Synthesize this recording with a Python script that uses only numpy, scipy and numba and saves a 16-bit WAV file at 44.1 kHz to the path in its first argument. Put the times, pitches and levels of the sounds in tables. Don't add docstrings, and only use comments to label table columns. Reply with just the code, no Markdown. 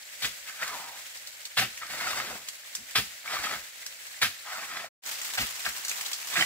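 import sys
import numpy as np
from scipy import signal
from scipy.fft import rfft, irfft, next_fast_len
from scipy.io import wavfile
from scipy.ndimage import uniform_filter1d, map_coordinates
from numba import njit

SR = 44100
rng = np.random.default_rng(int(sys.argv[2]) if len(sys.argv) > 2 else 0)


def unload_audio(sound):
    columns = np.transpose(np.atleast_2d(sound))
    steps = np.round(np.clip(columns, -1, 1) * 32767)
    wavfile.write(sys.argv[1], SR, steps.astype(np.int16))


N = 284445
TIME = np.arange(N) / SR
FFT_SIZE = next_fast_len(N + SR // 2, True)
SILENCE_START_S, SILENCE_END_S = 4.89, 5.02


def from_db(db):
    return 10 ** (np.asarray(db) / 20)


def unit_power(x):
    return x / np.sqrt(np.mean(x ** 2) + 1e-20)


def drift(turns_per_s):
    knots = rng.standard_normal(4000)
    return unit_power(np.interp(TIME * turns_per_s, np.arange(len(knots)), knots))


def frequency_response(spectrum):
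    hz, db = np.transpose(spectrum)
    bin_hz = np.fft.rfftfreq(FFT_SIZE, 1 / SR)
    return from_db(np.interp(np.log(bin_hz + 1), np.log(hz), db))


def coloured(x, spectrum):
    cepstrum = irfft(np.log(unit_power(frequency_response(spectrum))), FFT_SIZE)
    cepstrum[1:FFT_SIZE // 2] *= 2
    cepstrum[FFT_SIZE // 2 + 1:] = 0
    return irfft(rfft(x, FFT_SIZE) * np.exp(rfft(cepstrum)), FFT_SIZE)[..., :N]


def grains(per_s, spread_db):
    sizes = from_db(spread_db * np.minimum(rng.exponential(1, N), 4.5))
    return unit_power(sizes * rng.choice([-1, 1], N) * (rng.random(N) < per_s / SR))


def bursts(per_s, spread_db, decay_s):
    energy = grains(per_s, spread_db) ** 2 + 1e-18
    return np.sqrt(signal.lfilter([1], [1, -np.exp(-1 / (decay_s * SR))], energy))


def contact(start, length, rise, t60):
    age = TIME - start
    return np.clip(age / rise, 0, 1) * from_db(-60 * np.clip((age - length) / t60, 0, 3))


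def resonator(x, hz, radius, numerator):
    feedback = [1, -2 * radius * np.cos(2 * np.pi * hz / SR), radius * radius]
    return signal.lfilter(numerator, feedback, x + 1e-18)


def trickle(spectrum, bubbles_per_s, bubble_db, splash_db, flutter_db, ring_cycles=24):
    bubbles = np.zeros((2, N))
    pitches = np.geomspace(900, 10000, num=22)
    for hz in pitches:
        radius = from_db(-60 * hz / (ring_cycles * SR))
        per_s = bubbles_per_s * np.sqrt(hz / 3000) / len(pitches)
        pops = grains(per_s, spread_db=2.2) * rng.uniform(-1, 1, (2, N))
        bubbles += np.sqrt(hz) * unit_power(resonator(pops, hz, radius, [0, 1]))
    splashes = bursts(per_s=90, spread_db=2, decay_s=0.005) * rng.standard_normal((2, N))
    hiss = rng.standard_normal((2, N))
    water = hiss + from_db(bubble_db) * unit_power(bubbles) + from_db(splash_db) * unit_power(splashes)
    water += signal.sosfilt(signal.butter(1, 450, fs=SR, output="sos"), water.mean(axis=0) - water)
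    return unit_power(coloured(water, spectrum)) * from_db(flutter_db * drift(45))


# frequency_hz, relative_db
FAR_WATER_SPECTRUM = [(20, -37.5), (65, -13.5), (150, -20.5), (420, -16.5), (555, -5.5), (700, -9),
                      (1100, -12), (1600, -2.5), (2000, 0.5), (2800, -3.5), (4200, -4), (6000, -6),
                      (7900, -3.5), (9000, -10), (15500, -10)]
NEAR_WATER_SPECTRUM = [(20, -44), (65, -19), (200, -14.5), (300, -12.5), (500, -8), (700, -2.5), (1100, -1),
                       (1800, 2.5), (2600, 1.5), (4200, 0.5), (7900, 0), (9500, -5.5), (15500, -3.5)]


def stream(far_db=-44.0, near_db=-35.5):
    far = trickle(FAR_WATER_SPECTRUM, bubbles_per_s=700, bubble_db=-9, splash_db=-9.5, flutter_db=1.5)
    near = trickle(NEAR_WATER_SPECTRUM, bubbles_per_s=500, bubble_db=-7, splash_db=1.5, flutter_db=0.77)
    return np.where(TIME < SILENCE_END_S, from_db(far_db) * far, from_db(near_db) * near)


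# frequency_hz, relative_db
SMACK_SPECTRUM = [(1000, -37), (2500, 0.5), (4500, 5.5), (6200, 0.5), (7900, 0), (9200, -10),
                  (15500, -13.5)]
BODY_SPECTRUM = [(300, -19), (900, -16.5), (1900, 0.5), (3100, 2.5), (4600, -4.5), (8000, -33)]


def small_crumbs(per_s=70, far_db=-57, near_db=-47, body_db=-6):
    smacks = bursts(per_s, spread_db=1.2, decay_s=0.004) * rng.standard_normal(N)
    patter = from_db(np.where(TIME < SILENCE_END_S, far_db, near_db)) * unit_power(smacks)
    return coloured(patter, SMACK_SPECTRUM) + coloured(from_db(body_db) * patter, BODY_SPECTRUM)


# frequency_hz, relative_db
GRAVEL_SPECTRUM = [(200, -15.5), (450, -20.5), (720, -0.5), (950, -7), (1300, -3), (1600, 1), (2100, 3),
                   (2800, 3), (4500, -12.5), (9000, -30.5)]
GRIT_SPECTRUM = [(800, -14.5), (1700, -4), (2600, -3), (3500, 0), (4800, -1), (6200, -9), (7900, -9.5),
                 (9000, -13), (15500, -17.5)]
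SAND_SPECTRUM = [(1200, -16), (2500, 3), (4200, -1.5), (6200, -3), (8000, -2), (9000, -9), (15500, -12)]
# start_s, length_s, gravel_db, grit_db,
# second_delay_s, second_gravel_db, second_grit_db, bounce_db, bounce_hz, shake_db
BLOWS = [(0.217, 0.014, -39.5, -29, 0.022, -31.5, -28, -46.5, 134.7, -47.5),
         (1.568, 0.03, -23, -24, 0.035, -27.5, -34.5, -42.5, 118, -42.5),
         (2.95, 0.01, -22, -23.5, 0.019, -26.5, -24.5, -38, 124, -37.5),
         (4.213, 0.018, -23, -22.5, 0.025, -31.5, -31.5, -45.5, 109, -49.5),
         (5.372, 0.012, -25, -28.5, 0.029, -27.5, -28, -44.5, 124, -40),
         (5.647, 0.0076, -30.5, -32.5, 0.013, -29, -43, -55, 189.8, -47.5),
         (6.352, 0.022, -26, -37, 0.035, -27.5, -29.5, -44, 173.4, -52)]


def stabs(rise_s=0.0064, gravel_gain_db=-5.0, grit_gain_db=-2.4, spray_gain_db=-13):
    bites = [row[:4] for row in BLOWS]
    for start, length, _, _, delay, gravel_db, grit_db, *_ in BLOWS:
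        bites.append((start + delay, length, gravel_db, grit_db))
    gravel, grit, spray = np.zeros((3, N))
    for start, length, gravel_db, grit_db in bites:
        gravel += (from_db(gravel_db + gravel_gain_db) * contact(start, length, rise_s, t60=0.13)) ** 2
        grit += (from_db(grit_db + grit_gain_db) * contact(start, length, rise_s, t60=0.16)) ** 2
        settling = contact(start - length / 2, length, rise=length, t60=0.28)
        spray += (from_db(grit_db + spray_gain_db) * settling) ** 2
    crunch = pole(coloured(np.sqrt(gravel) * grains(per_s=5000, spread_db=4), GRAVEL_SPECTRUM))
    crunch += coloured(np.sqrt(grit) * grains(per_s=5900, spread_db=-3), GRIT_SPECTRUM)
    return crunch + coloured(np.sqrt(spray) * grains(per_s=5000, spread_db=3), SAND_SPECTRUM)


# pitch_hz, bandwidth_hz, gain_db
POLE_MODES = [(748, 156, -7), (1310, 130, 7), (1550, 160, -1.5), (1940, 430, -7), (3280, 400, -20),
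              (4740, 240, -22)]


def pole(x):
    out = x.copy()
    for hz, bandwidth_hz, db in POLE_MODES:
        radius = np.exp(-np.pi * bandwidth_hz / SR)
        band_pass = (1 - radius * radius) / 2 * np.array([1, 0, -1])
        out += from_db(db) * resonator(x, hz, radius, band_pass)
    return out


# frequency_hz, relative_db
GROUND_SPECTRUM = [(20, -32), (38, -19), (56, -3), (90, -12.5), (122, -9), (160, -16), (210, -3.5),
                   (290, -17), (450, -17), (900, -33.5)]
# start_s, length_s, knock_db, pitch_hz, shake_db
CLOD_KNOCKS = [(0.613, 0.012, -50, 480, -64), (2.27, 0.028, -57, 208, -57), (2.318, 0.015, -41.5, 410, -54),
               (2.773, 0.055, -65, 230, -58), (3.375, .022, -62.5, 139, -54),
               (3.554, 0.023, -58, 204.6, -54), (6.368, 0.046, -41, 338, -60)]


def thuds(lag_s=0.012, overhang_s=0.0073, pitch_wobble=0.0929):
    shake = coloured(grains(per_s=2000, spread_db=3), GROUND_SPECTRUM)
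    shake /= np.sqrt(uniform_filter1d(shake ** 2, size=1500) + 1e-9)
    phase_per_hz = 2 * np.pi * np.cumsum(1 + pitch_wobble * drift(60)) / SR
    out = np.zeros(N)
    for bite_start, length, _, _, delay, _, _, bounce_db, hz, shake_db in BLOWS:
        start = bite_start + lag_s
        hold = delay + length + overhang_s - lag_s
        bounce = np.sin(hz * phase_per_hz)
        out += from_db(bounce_db) * contact(start, hold, rise=0.0099, t60=0.14) * bounce
        out += from_db(shake_db) * contact(start, hold, rise=0.022, t60=0.19) * shake
    for start, length, knock_db, hz, shake_db in CLOD_KNOCKS:
        knock = from_db(knock_db) * np.sin(hz * phase_per_hz) + from_db(shake_db) * shake
        out += contact(start, length, rise=0.006, t60=0.12) * knock
    return out


@njit
def moving_resonance(x, hz, damping):
    out, low, band = np.zeros(len(x)), 0., 0.
    for i in range(len(x)):
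        step = 2 * np.sin(np.pi * hz[i] / SR)
        low += step * band
        band += step * (x[i] - low - damping * band)
        out[i] = band / np.sqrt(step)
    return out


# frequency_hz, relative_db
SCRAPE_SPECTRUM = [(200, -22), (430, -11), (650, 4), (950, 0.5), (1300, -4), (2150, 3), (2600, -4),
                   (5000, 4.5), (10000, -27)]
RUMBLE_SPECTRUM = [(20, -20), (55, -5), (120, -1), (220, 1), (400, -1), (600, 3.5), (1200, -41.5)]
# start_s, rise_s, length_s, scrape_db, sag_db_per_s, sand_db,
# rumble_db, give_delay_s, centre_before_hz, centre_after_hz, hole_ring_db
PUSHES = [(0.455, 0.032, 0.029, -38.5, -9, -46.5, -69, .05, 1700, 1610, 1),
          (0.58, 0.048, .29, -36, 39.5, -44.5, -59, 0.12, 1540, 820, 0),
          (0.905, .04, 0.036, -45.5, 6, -52.5, -72, .04, 780, 960, -6),
          (1.807, 0.017, 0.022, -38, 16, -61, -63.5, .04, 1560, 1560, -0.5),
          (1.885, 0.026, 0.053, -43.5, 4, -47, -62.5, .04, 1580, 1550, -20),
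          (1.93, .147, .4, -33.5, 30.5, -42, -50, 0.41, 1560, 480, -20),
          (3.23, 0.11, 0.31, -34.5, 12.5, -42, -52, 0.4, 1430, 1220, -13.5),
          (4.44, 0.053, 0.092, -41, 17.5, -49.5, -75, .08, 1230, 1120, -7.5),
          (4.54, 0.034, 0.12, -41.5, 22, -50.5, -67, 0.073, 1200, 1330, -9),
          (4.68, 0.082, 0.26, -41.5, 3, -52, -56.5, 0.24, 1340, 1004, -12),
          (6.305, 0.03, 0.13, -35.5, 11, -39, -60, 0.096, 1680, 1500, -19)]


def levering(slip_depth_db=2.4, slips_per_s=70, release_t60=0.32, give_s=0.13, crack_s=0.013):
    scrape, hollow, sand, rumble = np.zeros((4, N))
    centre_hz = np.full(N, float(PUSHES[0][8]))
    for start, rise, length, db, sag, sand_db, rumble_db, delay, before_hz, after_hz, hole_db in PUSHES:
        age = TIME - start
        effort = contact(start, length, rise, release_t60) * (age < length + release_t60)
        sag_db = -sag * np.clip(age - rise, 0, length)
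        crack_db = np.exp(-((age - rise) / crack_s) ** 2)
        level = effort * from_db(db + sag_db + crack_db) / np.hypot(1, from_db(hole_db))
        scrape += level
        hollow += level * from_db(hole_db)
        settling = from_db(-7) * contact(start, length, rise=length, t60=1.6)
        sand += np.hypot(effort, settling) * from_db(sand_db + 0.89 * sag_db + crack_db / 2)
        giving = (age - delay) / give_s
        rumble += effort * from_db(rumble_db + 0.14 * sag_db + 5 * np.exp(-giving ** 2))
        glide_hz = before_hz + (after_hz - before_hz) * (1 + np.tanh(giving)) / 2
        centre_hz = np.where(TIME < start, centre_hz, glide_hz)
    slip_db = slip_depth_db * drift(slips_per_s)
    friction = pole(coloured(grains(per_s=1800, spread_db=1.5), SCRAPE_SPECTRUM))
    rasp = unit_power(moving_resonance(friction, centre_hz, damping=0.97))
    hole_ring = moving_resonance(grains(per_s=1500, spread_db=2), centre_hz, damping=0.36)
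    hole_ring = unit_power(moving_resonance(hole_ring, centre_hz, damping=0.36))
    scraping = from_db(slip_db) * (scrape * rasp + hollow * hole_ring) + scrape * pebbles()
    hiss = sand * from_db(3 + slip_db / 2) * grains(per_s=7000, spread_db=5)
    soil = rumble * from_db(slip_db - 2) * grains(per_s=810, spread_db=-2)
    return scraping + coloured(hiss, SAND_SPECTRUM) + coloured(soil, RUMBLE_SPECTRUM)


def pebbles(relative_db=-8, per_s=80, t60=0.033, low_hz=1100, high_hz=2600, count=9):
    radius = from_db(-60 / (t60 * SR))
    rings = np.zeros(N)
    for hz in np.geomspace(low_hz, high_hz, count):
        knocks = grains(per_s / count, spread_db=1.5)
        rings += resonator(knocks, hz, radius, [0, np.sin(2 * np.pi * hz / SR)])
    return from_db(relative_db) * unit_power(rings)


# time_s, relative_db, pitch_hz
STONE_KNOCKS = [(0.623, -19, 1740), (0.63, -16, 1950), (1.832, -23.5, 1270), (2.072, -17, 1410),
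                (2.133, -21, 1210), (2.201, -19.5, 1290), (3.278, -20.5, 2250), (3.368, -16.5, 1210),
                (3.469, -20, 1280), (4.592, -28, 2570), (4.844, -26.5, 696), (5.664, -14, 1606),
                (6.371, -9, 1970), (6.41, -9, 3055), (6.424, -8, 1970)]


def stones(gain_db=-8, rasp_gain=0.37, rise_s=0.0019):
    ring, slip = np.zeros((2, N))
    for time, db, hz in STONE_KNOCKS:
        tone = np.sin(2 * np.pi * hz * (TIME - time))
        ring += from_db(db) * contact(time - rise_s, 2 * rise_s, rise_s, t60=0.016) * tone
        slip += from_db(db) * contact(time - rise_s, 2 * rise_s, rise_s, t60=0.011)
    rasp = coloured(slip * grains(per_s=8000, spread_db=1.5), GRAVEL_SPECTRUM)
    return from_db(gain_db) * (ring + rasp_gain * rasp)


# start_s, relative_db, body_over_smack_db
LANDINGS = [(0.676, -25.5, -1), (1.1703, -35, -9.5), (1.2706, -30.5, -10), (1.452, -28, -20),
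            (1.7735, -29, 1.5), (2.484, -23.5, -7), (2.75, -21, -7), (2.9085, -32, -3.5),
            (3.8621, -25, -2.5), (5.0607, -24.5, -2), (5.2142, -26, 2), (5.2555, -33, -17),
            (5.6045, -33, 6.5), (5.8482, -23, -3), (5.8808, -22.5, -6), (5.893, -20.5, -7),
            (5.9123, -24, 3), (6.0087, -23.5, 1.5), (6.06, -28, -20), (6.1305, -20, -19)]


def large_crumbs(gain_db=-5, tail_db=-18):
    patter = grains(per_s=15000, spread_db=1.2)
    smacks, body = np.zeros((2, N))
    for start, db, body_db in LANDINGS:
        impact = contact(start, length=0.0035, rise=0.0012, t60=0.016)
        tail = from_db(tail_db) * contact(start, length=0.0018, rise=0.003, t60=0.037)
        hit = from_db(db + gain_db) * (impact + tail) * patter
        smacks += hit
        body += from_db(body_db) * hit
    return coloured(smacks, SMACK_SPECTRUM) + coloured(body, BODY_SPECTRUM)


# start_s, right_lag_samples, left_over_right_db
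BLADE_POSITIONS = [(0, 3.5, 0.3), (4.95, 5.85, 0.3), (6.3, 5.1, -3)]
# frequency_hz, gain_db
SCATTER_SPECTRUM = [(60, -7), (200, -14.5), (600, -6), (1400, -7.5), (4000, -2), (15000, 3.5)]


def bank(x, direct_db=-0.79, paths=3, bank_t60=0.096, gully_t60=0.65, gully_db=-16.5):
    positions = np.array(BLADE_POSITIONS)
    _, lag, balance_db = positions[np.searchsorted(positions[1:, 0], TIME)].T
    direct = np.array([x, map_coordinates(x, [np.arange(N) - lag], order=3)])
    age = TIME[:SR // 2]
    decay = np.hypot(from_db(-60 * age / bank_t60), from_db(gully_db - 60 * age / gully_t60))
    weights = np.array([drift(35) for _ in range(paths)])
    weights /= np.sqrt(np.sum(weights ** 2, axis=0))
    echo_spectrum = 0
    for weight in weights:
        echoes = rng.standard_normal((2, len(age))) * decay
        echoes /= np.sqrt(np.sum(echoes ** 2, axis=1, keepdims=True))
        echo_spectrum += rfft(x * weight, FFT_SIZE) * rfft(echoes, FFT_SIZE)
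    scattered = irfft(frequency_response(SCATTER_SPECTRUM) * echo_spectrum, FFT_SIZE)[:, :N]
    balance = from_db(np.array([balance_db, -balance_db]) / 2)
    return balance * (from_db(direct_db) * direct + scattered)


def scene():
    digging = stabs() + thuds() + levering() + stones() + large_crumbs() + small_crumbs()
    return bank(digging) + stream()


def record(dry, fade_out_s=0.043, fade_in_s=0.071, low_cut_hz=42, high_cut_hz=15650):
    fade_out = np.clip((SILENCE_START_S - TIME) / fade_out_s, 0, 1)
    fade_in = np.clip((TIME - SILENCE_END_S) / fade_in_s, 0, 1) ** 1.1
    high_pass = signal.butter(3, low_cut_hz, "high", fs=SR, output="sos")
    low_pass = signal.ellip(12, 0.1, 80, high_cut_hz, fs=SR, output="sos")
    return signal.sosfilt(low_pass, signal.sosfilt(high_pass, dry) * (fade_out + fade_in))


dry = scene()
out = record(dry)
unload_audio(out)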